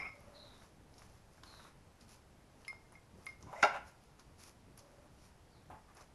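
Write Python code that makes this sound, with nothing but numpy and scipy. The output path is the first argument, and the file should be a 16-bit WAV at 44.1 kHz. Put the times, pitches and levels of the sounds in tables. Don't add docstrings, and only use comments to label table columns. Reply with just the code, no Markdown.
import sys
import numpy as np
from scipy import signal
from scipy.fft import rfft, irfft
from scipy.io import wavfile
from scipy.ndimage import uniform_filter1d

SR = 44100
rng = np.random.default_rng(int(sys.argv[2]) if len(sys.argv) > 2 else 0)


def to_wav(sig):
    pcm = np.clip(np.atleast_2d(sig), -1, 1) * 32767
    pcm = np.round(pcm).astype(np.int16)
    wavfile.write(sys.argv[1], SR, pcm.T)


N = 271149


def amp(db):
    return 10 ** (np.asarray(db) / 20)


def unit(x):
    return x / np.sqrt(np.mean(x ** 2) + 1e-20)


def read(points, hz):
    f, value = np.transpose(points)
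    return np.interp(np.log(hz + 1), np.log(f + 1), value)


def shaped(x, points):
    return irfft(rfft(x) * amp(read(points, np.fft.rfftfreq(N, 1 / SR))), N)


def columns(rows):
    start_s, *rest = np.transpose(rows)
    t = np.arange(start_s[0], min(start_s[-1], (N - 2) / SR), 1 / SR)
    return start_s[0], [np.interp(t, start_s, c) for c in rest]


def add(mix, start_s, sound):
    part = mix[max(round(start_s * SR), 0):][:len(sound)]
    part += sound[:len(part)]


def resonate(x, hz, width_hz):
    turn = np.exp(2j * np.pi * np.cumsum(hz) / SR)
    r = np.exp(-np.pi * width_hz / SR)
    return 2 * (turn * signal.lfilter([1 - r], [1, -r], x / turn)).real


def ring(modes, tilt_db):
    hz, db, t60_s = np.transpose(modes)[:, :, None]
    t = np.arange(SR // 2) / SR
    sign = (-1) ** np.arange(len(modes))[:, None]
    decay_db = db + tilt_db * np.log2(hz / 2000) - 60 * t / t60_s
    out = (sign * amp(decay_db) * np.sin(2 * np.pi * hz * t)).sum(0)
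    return out / abs(out).max()


def rub(modes, tilt_db, pitch_ratio, blur_hz):
    n = len(tilt_db)
    slips = rng.standard_normal(n) * (2.0 + 2.8 * (rng.random(n) < 300 / SR))
    body = 0
    for hz, db, _ in modes:
        centre_hz = np.full(n, hz * pitch_ratio)
        width_hz = blur_hz * (hz / 1000) ** 1.47
        mode = resonate(resonate(slips, centre_hz, width_hz), centre_hz, 3 * width_hz)
        body = body + amp(db + tilt_db * np.log2(hz / 1000)) * unit(mode)
    return body / np.sqrt(uniform_filter1d(body ** 2, 600) + 1e-20)


def glides(calls, width_hz, clear, throb_per_s=0, throb_db=0):
    out = np.zeros(N)
    for start_s, length_s, first_db, last_db, first_hz, last_hz in calls:
        t = np.arange(0, length_s, 1 / SR)
        hz = first_hz + (last_hz - first_hz) * t / length_s
        db = first_db + (last_db - first_db) * t / length_s
        db = db + throb_db * np.sin(2 * np.pi * throb_per_s * t)
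        noise = rng.standard_normal(len(hz))
        fuzz = unit(resonate(resonate(noise, hz, width_hz), hz, width_hz))
        tone = np.sqrt(2) * np.sin(2 * np.pi * np.cumsum(hz) / SR)
        blend = unit(clear * tone + (1 - clear) * fuzz)
        add(out, start_s, amp(db) * blend * signal.windows.tukey(len(hz), .15))
    return out


# (frequency [Hz], relative density [dB per Hz])
ROOM_SPECTRUM = [(12, -15.5), (20, -30), (49, 4), (145, -4.5), (285, -9.5), (335, -10.5), (394, -11.5),
                 (938, -15), (1020, -17.5), (3840, -29), (5170, -28.5), (9140, -34), (10200, -31.5),
                 (11700, -34.5), (13000, -28)]
# (time [s], rise before low-band weighting [dB])
RUMBLE_SWELLS = [(.53, 2.5), (1.34, 1.5), (2.02, 3), (3.191, 8), (3.46, 10.5), (4.7, 7.5), (5.72, 8.5)]
ROOM_DB, DRIFT_RMS_DB, SWELL_S = -61.5, 1.5, 0.039


def room_tone():
    frames, hz = N // 256 + 5, np.fft.rfftfreq(1024, 1 / SR)
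    a, b, patches = rng.standard_normal((frames, 513, 3)).T
    patches = unit(uniform_filter1d(uniform_filter1d(patches, 10, 0), 12, 1))
    t = np.arange(frames) * 256 / SR
    drift_db = DRIFT_RMS_DB * unit(uniform_filter1d(rng.standard_normal(frames), size=14))
    drift_db = drift_db + sum(db * np.exp(-((t - s) / SWELL_S) ** 2) for s, db in RUMBLE_SWELLS)
    low_share = 1 / (1 + (hz / 450) ** 4) / (1 + (70 / (hz + 1)) ** 4)
    level_db = read(ROOM_SPECTRUM, hz)[:, None] + 0.66 * patches + np.outer(low_share, drift_db)
    noise = signal.istft((a + 1j * b) * amp(level_db), nperseg=1024, noverlap=768)[1][:N]
    return amp(ROOM_DB) * unit(noise)


# (full pressure at [s], lean-in [s], held [s], hiss level [dB], tray rustle level [dB])
BRUSH_STROKES = [(.0, .001, 0.066, -86, -54), (.16, 0.099, .4, -74.5, -67), (.62, 0.16, 0.038, -68, -66.5),
                 (.99, 0.083, 0.069, -67.5, -69.5), (1.09, .03, 0.089, -73, -74.5),
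                 (1.33, 0.065, 0.067, -75, -75.5), (1.435, .01, .25, -67.5, -66.5),
                 (2.01, .015, .015, -67, -69), (2.094, 0.026, 0.053, -63.5, -69),
                 (2.61, 0.083, 0.055, -73, -73), (2.924, 0.0084, 0.0089, -71.5, -64.5),
                 (3.21, 0.066, 0.11, -72, -68.5), (3.41, .01, .01, -70, -67),
                 (3.87, 0.027, 0.024, -65, -70), (4.04, 0.088, 0.026, -75.5, -81),
                 (4.194, 0.013, 0.0054, -66.5, -62.5), (4.398, 0.026, 0.089, -61, -68),
                 (4.776, 0.0067, 0.014, -62.5, -65), (4.86, 0.14, .2, -80, -72.5),
                 (5.244, 0.12, 0.027, -67, -71), (5.56, .05, 0.1, -85, -76), (5.89, .02, 0.026, -82, -65),
                 (5.97, .03, 0.049, -67.5, -60)]
# (frequency [Hz], relative density [dB per Hz])
BRISTLE_SPECTRUM = [(900, -14), (1600, -10), (2500, -1), (3500, -7.5), (4300, -2), (5600, 1.5),
                    (7000, -3.5), (9000, -8), (10600, -0.5), (12000, -7.5), (13500, -4.5)]
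# (frequency [Hz], relative density [dB per Hz])
TRAY_SPECTRUM = [(500, -3), (800, 1), (1200, 0.5), (1700, -6), (2500, -12.5), (4000, -27.5)]
LEAN_DB, LIFT_DB_PER_S = -16.5, -320


def strokes():
    fine = rng.standard_normal((2, N))
    size = rng.exponential(1, (2, N))
    hit = rng.random((2, N)) < 900 / SR
    slips = fine * (1 + 2.15 * amp(3.7 * np.minimum(size, 5)) * hit)
    t, power = np.arange(N) / SR, np.zeros((2, N))
    for full_s, lean_s, held_s, hiss_db, rustle_db in BRUSH_STROKES:
        lean_in_db = LEAN_DB * np.maximum(full_s - t, 0) / abs(lean_s)
        lift_db = LIFT_DB_PER_S * np.maximum(t - full_s - held_s, 0)
        shape_db = np.maximum(lean_in_db + lift_db, -80)
        power += amp([[hiss_db], [rustle_db]] + shape_db) ** 2
    hiss, rustle = np.sqrt(power)
    bright = hiss * unit(shaped(slips[0], BRISTLE_SPECTRUM))
    return bright + rustle * unit(shaped(slips[1], TRAY_SPECTRUM))


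# (time [s], level [dB])
RIM_WIPE = [(0, -38.5), (.012, -48), (.029, -41.5), (.04, -57), (.055, -45.5), (.08, -49.5), (.11, -59),
            (.2, -77), (.24, -84)]
# (start [s], length [s], first level [dB], last level [dB], first pitch [Hz], last pitch [Hz])
RIM_SQUEAK = [(.025, .05, -48, -56, 2255, 2560)]
# (time [s], blow level [dB], brightness [dB per octave], rise [s], time until bristles damp the ring [s])
GLASS_TAPS = [(2.680, -37, 6, 0.00029, 0.013), (2.690, -35, 1, 0.013, 0.023), (2.953, -51, 1, .001, 0.0088),
              (2.972, -57.5, -3, 0.0042, 0.014), (3.2665, -37, -4, 0.0002, 0.0085),
              (3.284, -42, 6, 0.006, 0.022)]
# (frequency [Hz], relative level before tilt [dB], t60 [s])
GLASS_MODES = [(1087, -13, 0.09), (1261, -9.5, 0.075), (2127, 5, 0.202), (2180, -21, 0.18),
               (2280, -9, 0.044), (2540, -16.5, 0.082), (3760, -25.5, 0.062), (5113, -12.5, 0.057),
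               (5184, -27.5, 0.71), (6000, -30.5, 0.075), (9400, -32, 0.19), (9560, -50, 0.11)]


def glass():
    out, t = np.zeros(N), np.arange(SR // 2) / SR
    for start_s, db, tilt_db, rise_s, free_s in GLASS_TAPS:
        damping_db = -15 * np.clip((t - free_s) / .01, 0, 1)
        rise = np.minimum(t / rise_s, 1)
        add(out, start_s, amp(db + damping_db) * rise * ring(GLASS_MODES, tilt_db))
    start_s, (db,) = columns(RIM_WIPE)
    add(out, start_s, amp(db) * rub(GLASS_MODES, np.full(len(db), -2.5), pitch_ratio=1.012, blur_hz=15.3))
    return out + glides(RIM_SQUEAK, width_hz=140.0, clear=0.43)


# (start [s], length [s], first level [dB], last level [dB], first pitch [Hz], last pitch [Hz])
LOW_HOOTS = [(.12, .38, -67.5, -64, 569, 588), (4.8, 0.28, -70, -68, 572, 584)]


def hoots():
    return glides(LOW_HOOTS, width_hz=64.0, clear=0.23, throb_per_s=7.55, throb_db=1.5)


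# (time [s], level [dB], pitch [Hz], t60 [s])
SMALL_TICKS = [(.205, -62, 10800, .01), (.621, -55, 1590, 0.016), (.94, -62.5, 4800, 0.022),
               (.981, -57, 5530, 0.036), (1.019, -53, 1270, .02), (1.379, -54, 890, .027),
               (1.433, -52.5, 1120, 0.036), (1.435, -51.5, 4040, 0.024), (1.539, -51.5, 950, 0.021),
               (1.595, -54.5, 1230, 0.071), (1.647, -55, 970, 0.064), (1.664, -61.5, 1380, 0.17),
               (2.01, -55.5, 5000, 0.029), (2.649, -54.5, 2650, 0.023), (2.67, -53, 900, .01),
               (2.68, -49, 9700, 0.017), (2.681, -49.5, 5000, .012), (2.729, -44, 970, 0.014),
               (2.923, -57, 10100, .01), (3.185, -55, 400, .06), (3.258, -56.5, 10530, 0.066),
               (3.266, -47, 4480, 0.015), (3.426, -52, 5450, 0.021), (3.47, -54.5, 900, 0.024),
               (3.529, -43, 800, 0.048), (3.63, -35.5, 335, .08), (4.195, -57.5, 4920, .03),
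               (4.777, -52.5, 10840, 0.017), (4.791, -54.5, 5500, .025), (5.70, -51.5, 740, 0.24),
               (5.712, -61.5, 1780, 0.089), (5.735, -57, 760, 0.26), (5.95, -62, 10000, .025),
               (5.97, -58, 5500, 0.019), (6.009, -59, 5500, 0.04)]
TICK_SPREAD, TICK_WIDEST_HZ = 0.59, 2000


def ticks():
    out, t = np.zeros(N), np.arange(6000) / SR
    for start_s, db, hz, t60_s in SMALL_TICKS:
        width_hz = min(TICK_SPREAD * hz, TICK_WIDEST_HZ)
        snap, pitch_hz = rng.standard_normal(len(t)), np.full(len(t), hz)
        pitched = unit(resonate(resonate(snap, pitch_hz, width_hz), pitch_hz, 2 * width_hz))
        burst = 0.13 * snap + pitched
        add(out, start_s, amp(db - 60 * t / t60_s) * burst * np.minimum(t / 0.00017, 1))
    return out


# (start [s], length [s], first level [dB], last level [dB], first pitch [Hz], last pitch [Hz])
BIRD_CHIRPS = [(.335, .25, -63, -77, 4120, 3690), (1.45, 0.2, -67, -73.5, 4250, 3670),
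               (5.5, .09, -82, -80, 4900, 3700)]


def bird():
    return glides(BIRD_CHIRPS, width_hz=480., clear=0.089)


# (start [s], length [s], first level [dB], last level [dB], first pitch [Hz], last pitch [Hz])
SLIDE_CREAKS = [(3.43, 0.015, -54.5, -80, 990, 990), (3.465, 0.052, -58, -63, 1000, 1060),
                (3.53, 0.099, -49.5, -69, 913, 850), (3.45, .08, -72, -57, 670, 700),
                (3.53, 0.093, -59.5, -50.5, 684, 603), (3.555, .065, -58, -59.5, 2010, 2130)]
# (time [s], level [dB])
SLIDE_LEVEL = [(3.46, -71), (3.535, -62.5), (3.624, -55), (3.629, -28), (3.72, -53), (3.745, -44.5),
               (3.765, -41), (3.80, -61), (3.95, -77)]
# (time [s], blow level [dB], brightness [dB per octave])
HOLLOW_KNOCKS = [(3.6264, -13.5, 3), (3.6344, -17, 0.5), (3.648, -23, 2)]
# (frequency [Hz], relative level before tilt [dB], t60 [s])
HOLLOW_MODES = [(401, -15, 0.24), (425, -13, 0.13), (612, -6, 0.064), (712.5, -5, 0.065),
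                (775, -3.5, 0.044), (820.5, 0, 0.07), (883, -1.5, 0.038), (948, -4.5, 0.07),
                (1025, -7, 0.062), (1350, -2, 0.082), (1440, 0, 0.032), (1577, -5.5, 0.04),
                (1740, -4.5, 0.017), (2030, -7, 0.043), (2178, -4.5, .025), (2454, -10.5, 0.021),
                (2744, -11.5, 0.033), (3475, -15, 0.019), (3740, -17, 0.033), (4300, -20.5, 0.0138),
                (5090, -11.5, 0.013), (5830, -16.5, 0.0096), (6640, -21, 0.016), (7300, -23.5, 0.0066),
                (9760, -27.5, .01), (10900, -37.5, .01)]
GRIND_TILT_DB, RATTLE_TILT_DB = 2.5, -5


def hollow():
    out, t = np.zeros(N), np.arange(900) / SR
    for start_s, db, tilt_db in HOLLOW_KNOCKS:
        contacts = rng.standard_normal(len(t)) * amp(-60 * t / 0.022) * np.minimum(t / 0.00069, 1)
        blow = signal.fftconvolve(contacts, ring(HOLLOW_MODES, tilt_db))
        add(out, start_s, amp(db) * blow / abs(blow).max())
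    start_s, (db,) = columns(SLIDE_LEVEL)
    before_knock = start_s + np.arange(len(db)) / SR < HOLLOW_KNOCKS[0][0]
    tilt_db = np.where(before_knock, GRIND_TILT_DB, RATTLE_TILT_DB)
    rubbed = [mode for mode in HOLLOW_MODES if mode[0] > 500]
    add(out, start_s, amp(db) * rub(rubbed, tilt_db, pitch_ratio=1, blur_hz=110.))
    bass_cut = signal.butter(2, 200, "high", fs=SR, output="sos")
    return signal.sosfilt(bass_cut, out) + glides(SLIDE_CREAKS, width_hz=220.0, clear=0.0565)


# (frequency [Hz], t60 [s])
KITCHEN_T60 = [(200, 0.081), (700, 0.34), (2000, 0.43), (5000, 0.33), (12000, 0.16)]


def kitchen(x):
    taps = np.zeros(SR)
    at = np.arange(150, SR - 20, 20)
    taps[at + rng.integers(0, 20, len(at))] = rng.choice([-1., 1.], len(at))
    hz, t, z = signal.stft(taps, SR, nperseg=256)
    decay = amp(-60 * t / read(KITCHEN_T60, hz)[:, None])
    tail = signal.istft(z * decay, SR, nperseg=256)[1]
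    return signal.fftconvolve(x, tail / np.linalg.norm(tail))[:N]


# (frequency [Hz], gain [dB])
NEAR_RESPONSE = [(60, 0), (7300, .5), (7800, -3), (8200, -10.5), (8600, 3), (9000, 0)]


def scene():
    cup, knocks, small, chirps = glass(), hollow(), ticks(), bird()
    wet = kitchen(amp(-14) * cup + amp(-10.5) * knocks + amp(-8.0) * small + amp(0.5) * chirps)
    near = shaped(cup + knocks + small + wet + strokes(), NEAR_RESPONSE)
    return (near + chirps + hoots() + room_tone())[None]


# (frequency [Hz], gain [dB])
MICROPHONE_RESPONSE = [(60, 0), (11900, 0), (12300, -14), (13500, -20)]
EDGE_HZ = 13300


def record(dry):
    band_limit = signal.firwin(511, EDGE_HZ, window=("kaiser", 9), fs=SR)
    return signal.oaconvolve(shaped(dry, MICROPHONE_RESPONSE), band_limit[None], "same")


dry = scene()
out = record(dry)
to_wav(out)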